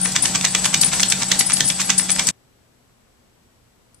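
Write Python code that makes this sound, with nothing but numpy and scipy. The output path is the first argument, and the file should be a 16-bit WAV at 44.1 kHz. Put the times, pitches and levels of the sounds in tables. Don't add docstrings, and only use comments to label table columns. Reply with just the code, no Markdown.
import sys
import numpy as np
from scipy import signal
from scipy.fft import rfft, irfft
from scipy.io import wavfile
from scipy.ndimage import uniform_filter1d

SR = 44100
rng = np.random.default_rng(int(sys.argv[2]) if len(sys.argv) > 2 else 0)


def waveform_to_disk(signal):
    frames = np.transpose(np.atleast_2d(signal))
    scaled = np.clip(frames, -1, 1) * 32767
    samples = np.round(scaled).astype(np.int16)
    wavfile.write(sys.argv[1], SR, samples)


N = 176400

# pitch_hz, likeness
LIKENESS = [(600, .96), (1500, .84), (3500, .64), (5200, .3), (7800, -.3), (12000, 0)]
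QUIET_LIKENESS = [(100, 0.8), (370, 0.2), (1200, 0)]
# pitch_hz, left_minus_right_db
MIC_BALANCE = [(30, -6.5), (60, -4), (200, -2.5), (1200, -1), (4000, -1.5), (5400, -3), (6400, -7),
               (7000, 0), (7700, 11.5), (9200, 12), (14000, 7)]
QUIET_BALANCE = [(110, -5), (370, 8), (1100, 6.5), (3800, .5), (7700, 2.5), (14000, -2)]
# pitch_hz, level_db
AIR_TONE = [(15, -14.5), (35, -3.5), (75, -0.5), (130, -3), (175, -6.5), (240, -2.5), (300, -9), (420, -9),
            (750, -13), (2000, -18), (7500, -23), (14000, -28)]
TAP_TONE = [(400, -20), (1000, 0), (2000, -16.5), (6000, -35)]
BELT_TONE = [(25, -21), (55, -6), (95, -13.5), (125, 0.5), (160, 1), (210, -3.5), (260, -3.5), (370, -14),
             (650, -12), (900, -11.5), (1250, -16), (1700, -16.5), (3400, -13.5), (5000, -10), (6600, -8.5),
             (8600, -10.5), (10000, -21), (14000, -32)]
# pitch_hz, level_db
QUIET_NOTES = [(119, -68.5), (241, -73.5), (7865, -77.5)]
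MOTOR_NOTES = [(185.6, -36.5), (592, -55.5), (786.5, -46), (1394, -53), (1574, -53.5), (1992, -54),
               (3398, -48.5)]
# time_s, level_db
BELT_LEVEL = [(0, -30), (.6, -28), (1.35, -29), (2.05, -32), (2.3, -28.5)]
CHATTER_LEVEL = [(0, -35.5), (.2, -33), (.6, -29), (1.9, -32.5), (2.3, -30)]
# pitch_hz, level_db, fade_s
FIRST_TAG = [(9218, -.7, .18), (9165, -12, .1), (9285, -14, .08), (11321, -20, .26), (5087, -20, .4)]
SECOND_TAG = [(10787, -1, .14), (11321, -12, .16), (4527, -3, .15)]
# pitch_hz, width_hz, level_db
BUCKLE_PEAKS = [(7324, 70, -6), (7920, 110, 1), (8425, 70, -2), (4527, 40, -4), (5087, 30, -5),
                (9216, 70, -5), (10787, 60, -16), (11321, 50, -22)]
# pitch_hz, level_db
RATTLE_TONE = [(1000, -30), (4000, -13.5), (4700, -4.5), (6500, -5.5), (7800, 1.5), (9100, -7),
               (10000, -20.5), (14000, -22)]
# start_s, rise_s, first_tag_db, second_tag_db, rattle_db
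JINGLES = [(0.012, 0.0058, -16, -51, -59), (.040, 0.014, -20.5, -42, -49), (0.117, 0.0018, -36.5, -50, -23),
           (.220, 0.0028, -16, -36.5, -30.5), (.244, 0.0038, -20.5, -45.5, -31),
           (.640, 0.019, -21, -34, -25), (.811, 0.0027, -19, -17, -14.5), (.842, 0.0059, -16, -48, -40),
           (.937, 0.0053, -22.5, -48.5, -30), (.998, 0.0071, -22.5, -35, -19),
           (1.099, 0.0015, -21.5, -27, -16), (1.387, 0.0083, -21, -17, -14),
           (1.455, .008, -16.5, -58, -42.5), (1.527, 0.0097, -16.5, -46, -22),
           (1.553, 0.012, -24, -22.5, -24.5), (1.645, 0.019, -14.5, -44, -39),
           (1.676, 0.0032, -16, -42, -20.5), (1.801, .006, -27.5, -36, -17.5),
           (1.826, 0.035, -37.5, -30.5, -46), (1.979, 0.001, -13.5, -27.5, -14.5),
           (2.099, 0.017, -15.5, -33.5, -22), (2.268, 0.0018, -29, -40, -15)]
# pitch_hz, level_db
CLAW_TONE = [(100, -24), (400, -19.5), (800, -11), (1300, -7.5), (1850, -1.5), (2700, -4.5), (3400, 0.5),
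             (4800, -3), (6500, 2), (8000, -5), (9500, -19), (14000, -31)]
SCUFF_TONE = [(100, -15.5), (500, -18.5), (900, -0.5), (1400, -1.5), (2200, 1.5), (3500, -1.5), (5000, -3),
              (7800, 1.5), (9800, -23.5), (14000, -27.5)]
THUD_TONE = [(60, -22), (150, 4), (300, -10.5), (700, -23.5), (2000, -42.5)]
# start_s, level_db
CLAW_TICKS = [(0.349, -15.5), (0.4107, -15), (0.6452, -12.5), (.997, -13), (1.003, -15), (1.232, -14),
              (1.520, -15.5), (1.57, -19.5), (1.815, -16), (2.103, -14), (2.162, -20)]
# start_s, claw_db, pad_db, brightness_db_per_octave, knock_pitch_hz
STEPS = [(.056, -18.5, -24, -2, 2217), (.160, -9, -20.5, 0.5, 3930), (.255, -13, -19.5, 0, 3440),
         (0.355, -16.5, -17, 1, 4120), (.449, -9.5, -16.5, 1.5, 2000), (.548, -9.5, -21, -1, 3402),
         (.653, -16, -16.5, 1.5, 3140), (0.7415, -8.5, -19.5, 1.5, 3310), (.8328, -14, -23, 0, 3260),
         (.931, -21.5, -18.5, -5.5, 1900), (1.030, -8.5, -26.5, 0, 1860), (1.1205, -10.5, -23, 0.5, 3340),
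         (1.22, -17.5, -18.5, -2, 3430), (1.3156, -6.5, -18, 0, 2000), (1.407, -14, -24, -1.5, 3600),
         (1.505, -21.5, -19.5, -3, 4198), (1.6044, -9, -21.5, 0.5, 2000), (1.700, -13, -23, 0, 3300),
         (1.803, -21, -16.5, 0.5, 2411), (1.9008, -8.5, -17.5, 1.5, 2180), (1.995, -19, -29, -1.5, 3400),
         (2.094, -18, -26.5, -2, 2320), (2.1934, -11.5, -20.5, 1.5, 3200), (2.286, -14, -21.5, 5, 3600)]

CUT_S, CUT_FADE_S = 2.304, 0.0096
ECHO_DELAY_S, ECHO_FADE_S, ECHO_DB = 0.0025, 0.26, -7.5
TAG_ROUGHNESS, TAG_TOUCHES_PER_S = 0.589, 170
COLLAR_DB, CHATTER_FLUTTER_DB = 0.66, 2.6
CLAW_GAP_S, CLAW_DECAY_S, CLAW_SCATTER_DB = 0.0012, 0.0007, 1.5
KNOCK_DB, KNOCK_DECAY_S = -16, 0.0011
THUD_DB, THUD_DB_PER_CLAW_DB = -29, 0.68


def amp(db):
    return 10 ** (np.asarray(db) / 20)


def unit(x):
    return x / np.sqrt(np.mean(x ** 2))


def curve(points):
    hz, value = np.array(points, float).T
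    return np.interp(np.log(np.fft.rfftfreq(N, 1 / SR) + 1e-9), np.log(hz), value)


def colour(x, tone):
    return irfft(rfft(x) * unit(amp(curve(tone))), N)


def spread(pair, likeness=LIKENESS):
    alike = np.clip(curve(likeness), -1, 1)
    shared, different = rfft(pair) * np.sqrt([(1 + alike) / 2, (1 - alike) / 2])
    return irfft(np.array([shared + different, shared - different]), N)


def lean(x, balance):
    half_db = curve(balance) / 2
    return irfft(rfft(x) * amp([half_db, -half_db]), N)


def wander(per_s):
    hold = max(int(SR / per_s), 1)
    stairs = np.repeat(rng.standard_normal(N // hold + 1), hold)
    return unit(uniform_filter1d(uniform_filter1d(stairs, hold), hold)[:N])


def noise():
    return rng.standard_normal((2, N))


def add(out, start_s, sound):
    i = max(int(start_s * SR), 0)
    out[..., i:i + sound.shape[-1]] += sound[..., :max(N - i, 0)]


def strike(rise_s, decay_s):
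    t = np.arange(SR // 4) / SR
    return np.minimum(t / rise_s, 1) * np.exp(-np.maximum(t - rise_s, 0) / decay_s)


def swell(levels):
    return amp(np.interp(np.arange(N) / SR, *np.array(levels).T))


def hum(notes, drift, flutter_db):
    clock = np.cumsum(1 + drift * wander(11)) / SR
    out = 0
    for hz, db in notes:
        level = amp(db + flutter_db * wander(20)) * np.sqrt(2)
        out += level * np.sin(2 * np.pi * (hz * clock + rng.random()))
    return out


def quiet_room():
    tick, tap, ring = np.zeros(N), np.zeros(N), np.zeros((2, N))
    tap_s, tick_s = 2.893, 3.944
    add(tap, tap_s, amp(-58) * strike(rise_s=0.0022, decay_s=0.0082))
    add(tick, tick_s, amp(-48) * strike(rise_s=0.00088, decay_s=0.0026))
    add(ring, tick_s, amp(-53) * tag(FIRST_TAG, rise_s=0.00083))
    air = spread(colour(noise(), AIR_TONE), QUIET_LIKENESS)
    steady = amp(-58) * lean(air, QUIET_BALANCE) + hum(QUIET_NOTES, drift=0.00081, flutter_db=0.4)
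    tag_tick = lean(ring + colour(noise() * tick, RATTLE_TONE), MIC_BALANCE)
    return steady + tag_tick + spread(colour(noise() * tap, TAP_TONE))


def room_echo(x):
    t = np.arange(N) / SR
    fade = (t > ECHO_DELAY_S) * amp(-60 * t / ECHO_FADE_S)
    tail = spread(noise() * fade)[:, :SR // 2]
    tail /= np.sqrt(np.sum(tail ** 2) / 2)
    return x + amp(ECHO_DB) * signal.fftconvolve(x[:1], tail, axes=1)[:, :N]


def treadmill():
    belt = spread(colour(noise() * amp(2 * wander(40.07)), BELT_TONE))
    return swell(BELT_LEVEL) * belt + hum(MOTOR_NOTES, drift=0.006, flutter_db=2.4)


def tag(notes, rise_s):
    t = np.arange(SR // 4) / SR
    touch_times = np.arange(100) / TAG_TOUCHES_PER_S
    out = 0
    for hz, db, fade_s in notes:
        nudges = rng.standard_normal(100) + 1j * rng.standard_normal(100)
        jostle = 1 + TAG_ROUGHNESS * np.interp(t, touch_times, nudges)
        cycles = hz * t + rng.random() + np.array([[0], [3 / 8]])
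        wave = np.imag(jostle * np.exp(2j * np.pi * cycles))
        out += amp(db) * strike(rise_s, fade_s / np.log(1000)) * wave
    return out


def collar():
    tags, shake = np.zeros((2, N)), np.zeros(N)
    for start_s, rise_s, first_db, second_db, rattle_db in JINGLES:
        add(tags, start_s, amp(first_db) * tag(FIRST_TAG, rise_s))
        add(tags, start_s, amp(second_db) * tag(SECOND_TAG, rise_s))
        add(shake, start_s, amp(rattle_db) * strike(rise_s, decay_s=0.014))
    grain = unit(np.exp(0.28 * wander(900)))
    rattle = colour(noise() * shake * grain, RATTLE_TONE)
    pitches = np.fft.rfftfreq(N, 1 / SR)
    metal = sum(amp(db) / (1 + (2 * (pitches - hz) / width) ** 2) for hz, width, db in BUCKLE_PEAKS)
    flutter = amp(CHATTER_FLUTTER_DB * (0.5 * wander(25) + wander(300)))
    chatter = unit(irfft(rfft(noise() * flutter) * metal, N))
    return tags + spread(rattle + swell(CHATTER_LEVEL) * chatter)


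def deck_knock(crack, hz):
    t = np.arange(len(crack)) / SR
    ring = np.exp(-t / KNOCK_DECAY_S) * np.sin(2 * np.pi * hz * t)
    return unit(signal.fftconvolve(crack, ring)[:len(crack)])


def brighten(x, db_per_octave, pivot_hz=4000):
    octaves = np.log2(np.maximum(np.fft.rfftfreq(x.shape[-1], 1 / SR), 500) / pivot_hz)
    delayed = np.roll(x, 20, axis=-1)
    return irfft(rfft(delayed) * amp(db_per_octave * octaves))


def claw_clack(count, samples=1024):
    t = np.arange(samples) / SR
    loudness = np.zeros(samples)
    for claw in range(count):
        since = t - CLAW_GAP_S * (claw + rng.uniform(0, 0.44))
        strength = amp(CLAW_SCATTER_DB * rng.standard_normal())
        loudness += strength * (since > 0) * np.exp(-abs(since) / CLAW_DECAY_S)
    crack = loudness * np.sign(rng.standard_normal((2, samples)))
    return unit(crack) * np.sqrt(count * CLAW_GAP_S * SR / samples)


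def paws():
    t = np.arange(N) / SR
    claws, knocks, rub, weight = np.zeros((2, N)), np.zeros((2, N)), np.zeros(N), np.zeros(N)
    scuff_rise_s, scuff_fall_s = 0.0089, 0.011
    for start_s, claw_db, pad_db, brightness, knock_hz in STEPS:
        crack = claw_clack(count=4)
        add(claws, start_s, amp(claw_db) * brighten(crack, brightness))
        add(knocks, start_s, amp(claw_db + KNOCK_DB) * deck_knock(crack[0], knock_hz))
        thud_db = THUD_DB + THUD_DB_PER_CLAW_DB * claw_db
        add(weight, start_s, amp(thud_db) * strike(rise_s=0.0083, decay_s=0.036))
        since = t - start_s
        rub += amp(pad_db) * np.exp(-np.maximum(-since / scuff_rise_s, since / scuff_fall_s))
    for start_s, db in CLAW_TICKS:
        add(claws, start_s, amp(db) * claw_clack(count=2))
    grain = unit(np.exp(0.5 * wander(1500)))
    scuffs = colour(noise() * rub * grain, SCUFF_TONE)
    thuds = colour(noise() * weight, THUD_TONE)
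    return knocks + spread(colour(claws, CLAW_TONE) + scuffs + thuds)


def scene():
    trot = room_echo(paws()) + amp(COLLAR_DB) * collar() + treadmill()
    before_cut = np.clip((CUT_S - np.arange(N) / SR) / CUT_FADE_S + 1, 0, 1)
    return before_cut * lean(trot, MIC_BALANCE) + (1 - before_cut) * quiet_room()


def record(dry):
    treble_cut = signal.ellip(10, 0.2, 80, 14400, fs=SR, output="sos")
    return signal.sosfilt(treble_cut, np.clip(dry, -0.95, 0.95))


dry = scene()
out = record(dry)
waveform_to_disk(out)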